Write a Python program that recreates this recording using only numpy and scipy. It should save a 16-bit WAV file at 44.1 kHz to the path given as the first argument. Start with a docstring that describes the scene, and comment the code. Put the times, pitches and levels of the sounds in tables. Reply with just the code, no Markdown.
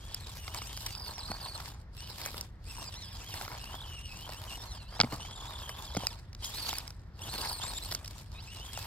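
"""A toy off-road car crawls over loose stones, followed on foot. Its gears whine as near sines that follow the
motor speed. Random jolts rattle the ringing plastic chassis and crunch gravel, made of patchy noise.
Stones clack and shift with a thud as short groups of fading sines; one such group sharpens the start of a whine.
A far rumble of shaped noise lies below. Two microphone ports colour and delay the sound differently."""
import sys
import numpy as np
from scipy import signal
from scipy.fft import rfft, irfft, next_fast_len
from scipy.io import wavfile

SR = 44100
rng = np.random.default_rng(int(sys.argv[2]) if len(sys.argv) > 2 else 0)


def generate_wav(signal):
    """Clip the signal to [-1, 1] and save it as 16-bit WAV at the path in sys.argv[1]."""
    frames = np.transpose(np.atleast_2d(signal))
    scaled = np.clip(frames, -1, 1) * 32767
    pcm = np.round(scaled).astype(np.int16)
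    wavfile.write(sys.argv[1], SR, pcm)


N = 390726
PADDED = next_fast_len(N)
BIN_HZ = np.maximum(np.fft.rfftfreq(PADDED, 1 / SR), 1)

# ringing tones of the plastic chassis: (frequency [Hz], level [dB], time to fade by 60 dB [s])
CHASSIS_MODES = [(637, -7.5, 0.047), (773, 1.5, 0.017), (936, 9, 0.015), (1087, 1.5, 0.029),
                 (1264, 5.5, 0.0086), (1646, 2.5, 0.011)]


def gears(wobble=.065, throb_db=5.0, flicker_db=2.5, loose_hz=3050, rasp=.55, jump=.025, broken_db=3.0):
    """Teeth mesh as a near sine; at speed the slack in the drive shakes pitch and level and knocks the chassis."""
    # pulls of a motor: (level [dB], overtone level [dB], rows of (time [s], tooth rate [Hz]))
    pulls = [ (-55, -4, [(0.0, 3120), (.17, 3400), (.21, 3850), (.26, 3790), (.35, 3040)]),
             (-50, -5, [(.37, 3050), (.48, 2674), (.53, 3050), (.61, 3080), (.65, 2350), (.69, 3120),
             (.87, 3050), (.96, 2390)]), (-48.5, -3, [(.91, 4670), (1.0, 4840), (1.11, 4265), (1.13, 5120),
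             (1.19, 5250), (1.21, 4185), (1.34, 4546), (1.57, 4310)]), (-50, -5, [(1.97, 2500),
             (2.03, 3030), (2.1, 2940)]), (-52, -1, [(2.655, 2200), (2.69, 2750), (2.745, 2500),
             (2.765, 3000), (2.785, 2680), (2.83, 2850), (2.87, 2430), (2.9, 2400)]),
             (-50, 2, [(2.915, 2000), (2.95, 1770), (2.99, 2140), (3.02, 2060), (3.04, 1763), (3.075, 1614),
             (3.105, 1805), (3.13, 1640), (3.185, 1596)]), (-49, -7, [(3.2, 2362), (3.24, 3060),
             (3.29, 3285), (3.33, 2934), (3.35, 2150), (3.47, 2030), (3.57, 2226)]),
             (-46.5, -13, [(3.59, 2466), (3.62, 2976), (3.655, 2636), (3.72, 2994), (3.76, 3380),
             (3.84, 3344), (3.87, 3054), (3.99, 2760), (4.06, 2850), (4.12, 2520), (4.28, 3256)]),
             (-50, -8, [(4.3, 3000), (4.335, 2540), (4.42, 3460)]), (-43, -12, [(4.47, 3300), (4.51, 2770),
             (4.57, 2920)]), (-52, 0, [(4.57, 1890), (4.615, 1740), (4.67, 2200), (4.71, 2085),
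             (4.74, 1720), (4.83, 1346), (4.88, 1370), (4.915, 1600), (4.95, 1590), (4.99, 2050)]),
             (-48.5, -1, [(5.095, 1520), (5.115, 1400), (5.155, 1506)]), (-48, -5, [(5.19, 2750),
             (5.27, 3220), (5.51, 3600), (5.71, 3054), (5.83, 3500), (5.95, 3500), (6.07, 2790),
             (6.11, 1810), (6.15, 1195)]), (-45, -3, [(6.42, 3214), (6.52, 3300), (6.55, 4100),
             (6.62, 4740), (6.69, 4450), (6.705, 3800), (6.722, 3300)]), (-47, 4, [(6.722, 3000),
             (6.737, 2350), (6.775, 2055), (6.82, 1100)]), (-44, 0, [(7.21, 2550), (7.24, 3300),
             (7.272, 2816), (7.3, 3900), (7.32, 4350), (7.56, 4314), (7.6, 3950)]),
             (-42.5, 1, [(7.603, 3300), (7.625, 3360), (7.645, 4094), (7.662, 3500), (7.68, 4114),
             (7.71, 4170), (7.722, 3550), (7.74, 3800), (7.76, 3620), (7.79, 3700)]),
             (-49, -2, [(7.795, 3360), (7.84, 4240), (7.87, 4330)]), (-51, 0, [(8.34, 1206), (8.39, 1293),
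             (8.46, 2330)]), (-48, -8, [(8.465, 2560), (8.545, 3020), (8.575, 2750), (8.66, 3280),
             (8.74, 3210), (8.78, 2560), (8.84, 2690)]), ]
    # overtones of the tooth rate: (multiple [1], level [dB])
    overtones = [(1, 0), (2, -2), (3, -4)]
    # what the gearbox lets out: (frequency [Hz], gain [dB])
    housing = [(1200, -20), (2200, -11), (2650, -4), (3600, -3), (4600, 3), (5700, 0), (6600, -8),
               (8400, -2), (10000, -17), (12800, -10)]
    # the slack swings more slowly at speed: (tooth rate [Hz], swings [per s])
    shake = [(3450, 43), (4350, 32)]
    kick_db = -6   # strength of each knock on the chassis, relative to the whine

    whine, kicks = np.zeros(N), np.zeros(N)
    flicker, lurch, grind = drift(24.6), drift(10), drift(400)
    # the load never rests: pitch wavers, overtones come and go
    waver = .014 * drift(22) + .014 * drift(90)
    slack, broken = drift(9), drift(15.6)
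    for level_db, bite_db, rows in pulls:
        s, hz = np.transpose(rows)
        span = slice(round(s[0] * SR), round(s[-1] * SR))
        t = np.arange(N)[span] / SR
        hz = np.interp(t, s, hz)

        # swings counted since the start of the pull, from a random point
        swing = np.cumsum(at_hz(shake, hz) / SR * (1 + .3 * lurch[span])) + rng.random()
        speed = np.clip((hz / loose_hz - 1) * 8 + .2, .15, 1)
        depth = speed * np.clip(1 + .4 * slack[span], .3, 1.5)
        sag = signal.sawtooth(2 * np.pi * swing, .25)   # quick catch, slow fall
        # no two swings catch at the same pitch
        catch = jump * rng.standard_normal(64)[swing.astype(int)]
        shaken_hz = hz * (1 + depth * (wobble * sag + catch) + waver[span])
        phase = 2 * np.pi * np.cumsum(shaken_hz) / SR

        weak_db = bite_db + broken_db * broken[span]
        tone = 0
        for k, db in overtones:
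            partial_db = db + weak_db * (k >= 2) + at_hz(housing, k * hz)
            tone = tone + amp(partial_db) * np.sin(k * phase)
        tone = tone * (1 + rasp * grind[span])   # rough flanks spread noise beside each line

        fade = np.clip(np.minimum(t - s[0], s[-1] - t) / 0.0095, 0, 1)
        throb = -throb_db * depth * np.cos(2 * np.pi * swing)   # loudest during the fall
        gain = fade * amp(level_db + flicker_db * flicker[span])
        whine[span] += gain * tone * amp(throb)
        new_swing = np.diff(np.floor(swing), prepend=int(swing[0]))
        kicks[span] += gain * new_swing * depth * amp(kick_db)

    knocks = sum(amp(db) * ring(kicks, hz, t60) * (-1) ** k
                 for k, (hz, db, t60) in enumerate(CHASSIS_MODES))
    return whine + knocks


def rolling(jolt, grinding, rattle_db, crunch_db):
    """Each jolt of the tyres shakes the chassis and crushes gravel at once."""
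    # colour of the crushed gravel: (frequency [Hz], level [dB per Hz])
    gravel = [(300, 8.5), (1500, 2), (2300, 6), (3500, 9), (5000, 10), (6300, 1), (8300, 0), (10000, -5),
              (12500, 2.5), (16000, -8)]
    brighten, press_from_db = 0.47, -57.5   # dB of extra top per dB of crunch above this level

    knocks = grains(700 * amp(1.9 * jolt), 3.1)
    dealt = rng.integers(0, len(CHASSIS_MODES), N)   # each knock rings just one mode
    rattle = sum(amp(db) * ring(knocks * (dealt == k), hz, t60)
                 for k, (hz, db, t60) in enumerate(CHASSIS_MODES))
    rattle = rms_one(rattle * amp(2.12 * jolt))

    grit = colour(rng.standard_normal(N) * amp(1.53 * jolt) * grinding, gravel)
    press_db = brighten * np.maximum(crunch_db - press_from_db, -8.5)
    crunch = patchy(grit, patchy_db=3.5, press_db=press_db)
    return amp(rattle_db - 3.5) * rattle + amp(crunch_db + 7.0) * crunch


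def drive_levels():
    """The car rolls in bursts; at each moment the loudest burst sets the rattle and crunch levels."""
    # bursts: (fade as it stops [dB per s], rows of (time [s], rattle before a 3.5 dB cut [dB],
    # crunch before a 7 dB lift [dB]))
    drives = [ (203, [(0.0, -55.5, -61.5), (.55, -51, -57), (.9, -53.5, -57), (1.02, -52.5, -65.5),
              (1.09, -45, -56.5), (1.17, -50.5, -59.5), (1.46, -44, -58), (1.7, -48.5, -57)]),
              (280, [(1.98, -58, -62), (2.25, -48.5, -53.5), (2.44, -53.5, -57)]),
              (102.7, [(2.67, -66, -61), (2.79, -47.5, -57), (3.1, -59, -64.5), (3.33, -49.5, -54.5),
              (3.53, -41, -56.5), (4.03, -60, -64), (4.31, -49.5, -59), (4.49, -49, -58), (4.9, -54.5, -67),
              (5.15, -41.5, -55.5), (5.3, -50, -62), (5.95, -47.5, -58), (6.1, -50, -59.5)]),
              (111, [(6.44, -52, -54), (6.7, -47.5, -48), (6.8, -48, -56)]), (111, [(7.21, -51.5, -61),
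              (7.34, -42.5, -49.5), (7.6, -45.5, -55.5), (7.94, -51, -53.5), (7.99, -53, -63),
              (8.18, -56, -60)]), (120, [(8.33, -57.5, -67), (8.47, -53, -61), (8.86, -49, -55)]), ]
    return np.max([burst(*drive) for drive in drives], axis=0)


def burst(coast_db_per_s, rows):
    """Levels of one burst: they swell in before its first row and die after its last."""
    start_db_per_s = 371
    t, (s, *levels) = np.arange(N) / SR, np.transpose(rows)
    before_db = start_db_per_s * np.maximum(s[0] - t, 0)
    after_db = coast_db_per_s * np.maximum(t - s[-1], 0)
    return [np.interp(t, s, db) - (before_db + after_db) for db in levels]


def scuffs(per_s=80, spread_db=4.0, length_s=.005, bed=1.9):
    """Envelope of pebbles grinding past each other: short swells over a steady bed."""
    swell = np.hanning(round(length_s * SR))
    return bed + rms_one(np.convolve(abs(grains(per_s, spread_db)), swell, "same"))


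def patchy(x, patchy_db, press_db, rate=18):
    """Pebbles differ in size: each band swells and fades on its own; the top band needs a hard press."""
    edges = np.array([0, 1600, 2600, 3800, 5600, 7500, 10500, SR])[:, None]   # band limits in Hz
    bands = shaped(x, (BIN_HZ >= edges[:-1]) * (BIN_HZ < edges[1:]))
    bands = bands * amp([patchy_db * drift(rate) for _ in edges[1:]])
    return rms_one(bands[:-1].sum(axis=0) + bands[-1] * amp(press_db))


def clacks():
    """Stone on stone, and at 0.951 s the sharp start of a gear whine; each has a softer echo 1 or 2 ms later."""
    # clacks and the whine's start: (time [s], relative strength [dB], centre frequency [Hz],
    # relative treble [dB])
    touches = [(0.145, -40.5, 5200, 4.5), (0.479, -19, 2960, -43), (0.546, -14.5, 1060, -16),
               (0.618, -15.5, 850, -37), (0.774, -20.5, 3160, -22), (0.863, -18, 4870, -19),
               (0.951, -23, 4840, -37), (1.063, -24, 4920, -37), (1.316, -13.5, 695, -22),
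               (1.601, -20.5, 1510, -31), (2.26, -18, 960, -7), (2.343, -21, 1060, -25),
               (2.41, -28, 5500, -12), (3.34, -20.5, 1040, -13), (3.412, -16.5, 860, -36),
               (3.449, -23, 3800, -35), (3.479, -19, 905, -26), (3.517, -21, 939, -31),
               (3.55, -24, 1133, -31), (4.292, -20, 706, -22), (4.925, -27.5, 865, -30),
               (4.993, -15.5, 700, -41), (5.0014, 2, 3900, -66), (5.0101, -9, 2000, -39),
               (5.0124, -1, 4950, -53), (5.034, -11, 700, -52), (5.044, -16, 900, -38.5),
               (5.124, -17.5, 832, -33), (5.25, -24, 1310, -34), (5.31, -26, 4770, -39),
               (5.693, -19, 1520, -18), (5.949, -14.5, 573, -18), (5.967, -8, 500, -29),
               (5.971, -14, 620, -11.5), (6.035, -19, 560, -40), (6.069, -11, 4300, -23),
               (6.33, -33.5, 4450, -28), (6.349, -29, 4500, -27), (6.447, -31, 3280, -7),
               (6.729, -15, 970, -18), (6.784, -23.5, 3710, -12), (6.878, -25.5, 4630, -21.5),
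               (6.905, -27.5, 4340, -27.5), (7.922, -16.5, 4830, -30), (7.949, -15, 5400, -23.5),
               (8.047, -26, 4750, -22), (8.078, -28.5, 4170, -16), (8.774, -19, 956, -15)]
    # ringing tones of a stone: (frequency [Hz], level [dB], time to fade by 60 dB [s])
    stone = [(543, -4, 0.011), (814, -2, 0.012), (1060, 0.5, 0.0053), (1420, -5.5, 0.014),
             (2180, -5.5, 0.016), (2750, 9.5, 0.001), (3500, 4, 0.0029), (4950, 3, 0.0061),
             (5820, 22, 0.011), (7940, 8, 0.014), (11750, 31.5, 0.00093)]
    contact_hz = 6160   # the body of a stone takes no sharper push than this

    first = np.array(touches)
    delay_s = rng.uniform(.0007, 0.0018, len(first))
    # the second touch is 3.5 dB softer, with 2 dB more relative treble
    again = first + np.outer(delay_s, [1, 0, 0, 0]) - [0, 3.5, 0.0, -2.0]
    rows = np.vstack([first, again])
    low_modes = [mode for mode in stone if mode[0] <= 5.6e3]
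    high_modes = [mode for mode in stone if mode[0] > 5.6e3]
    how = (rows[:, 1] - 9, 5.15, rows[:, 2], rows[:, 3])
    body, edge = blows(rows, low_modes, *how), blows(rows, high_modes, *how)
    return signal.sosfilt(signal.butter(2, contact_hz, fs=SR, output="sos"), body) + edge


def thuds():
    """Stones shift underfoot: soft blows set low tones ringing."""
    # shifts: (time [s], relative strength [dB])
    shifts = [(1.299, -27), (4.998, -16.5), (5.036, -18.5), (5.127, -24), (5.968, -17)]
    # ringing tones of the ground: (frequency [Hz], level [dB], time to fade by 60 dB [s])
    ground = [(130.3, -7.5, 0.11), (209, -5, 0.076), (295, -6, 0.058), (457, -6, 0.034)]
    rows = np.array(shifts)
    # the low-pass filter makes the contact soft
    return signal.lfilter([.1], [1, -.9], blows(rows, ground, rows[:, 1] - 5))


def blows(rows, modes, gain_db, fall_db=0.0, centre_hz=1000, treble_db=0.0):
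    """Each blow strikes every mode a little off pitch, less so off centre; its treble level sets those above 5.6 kHz."""
    uneven_db, detune = 2.5, .07   # no two blows alike: spread of strength, and of pitch as a fraction
    at, out = np.round(rows[:, 0] * SR).astype(int), np.zeros(N + SR)
    luck = rng.standard_normal((len(at), 2 * len(modes)))
    for k, (hz, level_db, t60) in enumerate(modes):
        size_db = gain_db + level_db + uneven_db * luck[:, 2 * k]
        size_db = size_db - fall_db * abs(np.log2(hz / centre_hz)) + treble_db * (hz > 5.6e3)
        n = np.arange(int(t60 * SR) + 2)
        turns = np.outer(hz * (1 + detune * luck[:, 2 * k + 1]), n / SR)
        tone = amp(-60 * n / SR / t60) * np.sin(2 * np.pi * turns)
        np.add.at(out, at[:, None] + n, (-1) ** k * amp(size_db)[:, None] * tone)
    return out[:N]


def far_rumble():
    """Steady random noise with most of its strength in the deep bass."""
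    # colour of the rumble: (frequency [Hz], relative level [dB per Hz])
    far = [(12, -29), (42, 3), (97, 1), (184, -13.5), (261, -20.5), (458, -27), (1840, -32), (2540, -44),
           (5000, -46.5), (6500, -54.5), (9800, -75.5), (13000, -59), (15600, -73.5)]
    return amp(-46.5) * colour(rng.standard_normal(N), far)


def scattered(x):
    """Sound that reaches the ports from other sides: opposed, mostly treble."""
    # share that is unalike at the ports: (frequency [Hz], level [dB])
    unlike = [(60, -22.5), (250, -13.5), (1000, -9.5), (4000, -2), (9000, -2)]
    return shaped(x, amp(at_hz(unlike, BIN_HZ))) * [[1], [-1]]


def amp(db):
    """Turn decibels into a gain."""
    return 10 ** (np.asarray(db) / 20)


def rms_one(x):
    """Scale to an average (rms) strength of 1."""
    return x / np.sqrt(np.mean(x ** 2) + 1e-20)


def at_hz(points, hz):
    """Read a table on a log-frequency axis."""
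    table_hz, values = np.array(points).T
    return np.interp(np.log(hz), np.log(table_hz), values)


def drift(rate):
    """Smooth random wandering of spread 1; a higher rate wanders faster."""
    r = np.exp(-40 * np.pi * rate / SR)   # one step per 20 samples
    slow = signal.lfilter([1], [1, -2 * r, r * r], rng.standard_normal(N // 20 + 2002))[2000:]
    return np.interp(np.arange(N) / 20, np.arange(len(slow)), rms_one(slow))


def ring(clicks, hz, t60):
    """A unit click sets off a sine that starts near height 1 and fades by 60 dB in t60 seconds."""
    r, w = amp(-60 / (t60 * SR)), 2 * np.pi * hz / SR
    return signal.lfilter([0, np.sin(w)], [1, -2 * r * np.cos(w), r * r], clicks + 1e-18)


def grains(per_s, spread_db):
    """Random clicks of very uneven size."""
    sizes = amp(spread_db * np.minimum(rng.exponential(1, N), 3.5)) * rng.choice([-1, 1], N)
    return sizes * (rng.random(N) < per_s / SR)


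def shaped(x, gain):
    """Filter by a gain for each frequency."""
    return irfft(rfft(x, PADDED) * gain, PADDED)[..., :N]


def colour(x, spectrum):
    """Shape noise by a spectrum; rms 1."""
    return rms_one(shaped(x, amp(at_hz(spectrum, BIN_HZ))))


def scene():
    """Car, stones and far rumble; the spread-out noises are drawn twice, ahead and around."""
    jolt, grinding = drift(12) + .8 * drift(40), scuffs()   # bumps under the wheels, grinding pebbles
    levels = drive_levels()
    ahead, around = (rolling(jolt, grinding, *levels) + far_rumble() for _ in range(2))
    return gears() + thuds() + clacks() + ahead + scattered(around)


def record(dry):
    """Each port has its own colour, the right one trails; the top is cut."""
    # level of left over right: (frequency [Hz], difference [dB])
    balance = [(3000, .3), (5200, -6), (6300, 2), (7300, 11), (10800, 12), (12000, -2)]
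    # how far the right port trails: (frequency [Hz], phase [radians])
    lag = [(150, 0), (500, 0.56), (1460, 1), (3000, 1.02), (4700, 1.44), (6000, 3), (8200, 5.5),
           (9800, 9.5), (12500, 14.5)]
    half_db = at_hz(balance, BIN_HZ) / 2
    ports = [amp(half_db), amp(-half_db) * np.exp(-1j * at_hz(lag, BIN_HZ))]
    top_cut = signal.cheby2(16, 80, 16700, fs=SR, output="sos")   # 80 dB down from 16700 Hz
    return signal.sosfilt(top_cut, shaped(dry, ports))


dry = scene()
out = record(dry)
generate_wav(out)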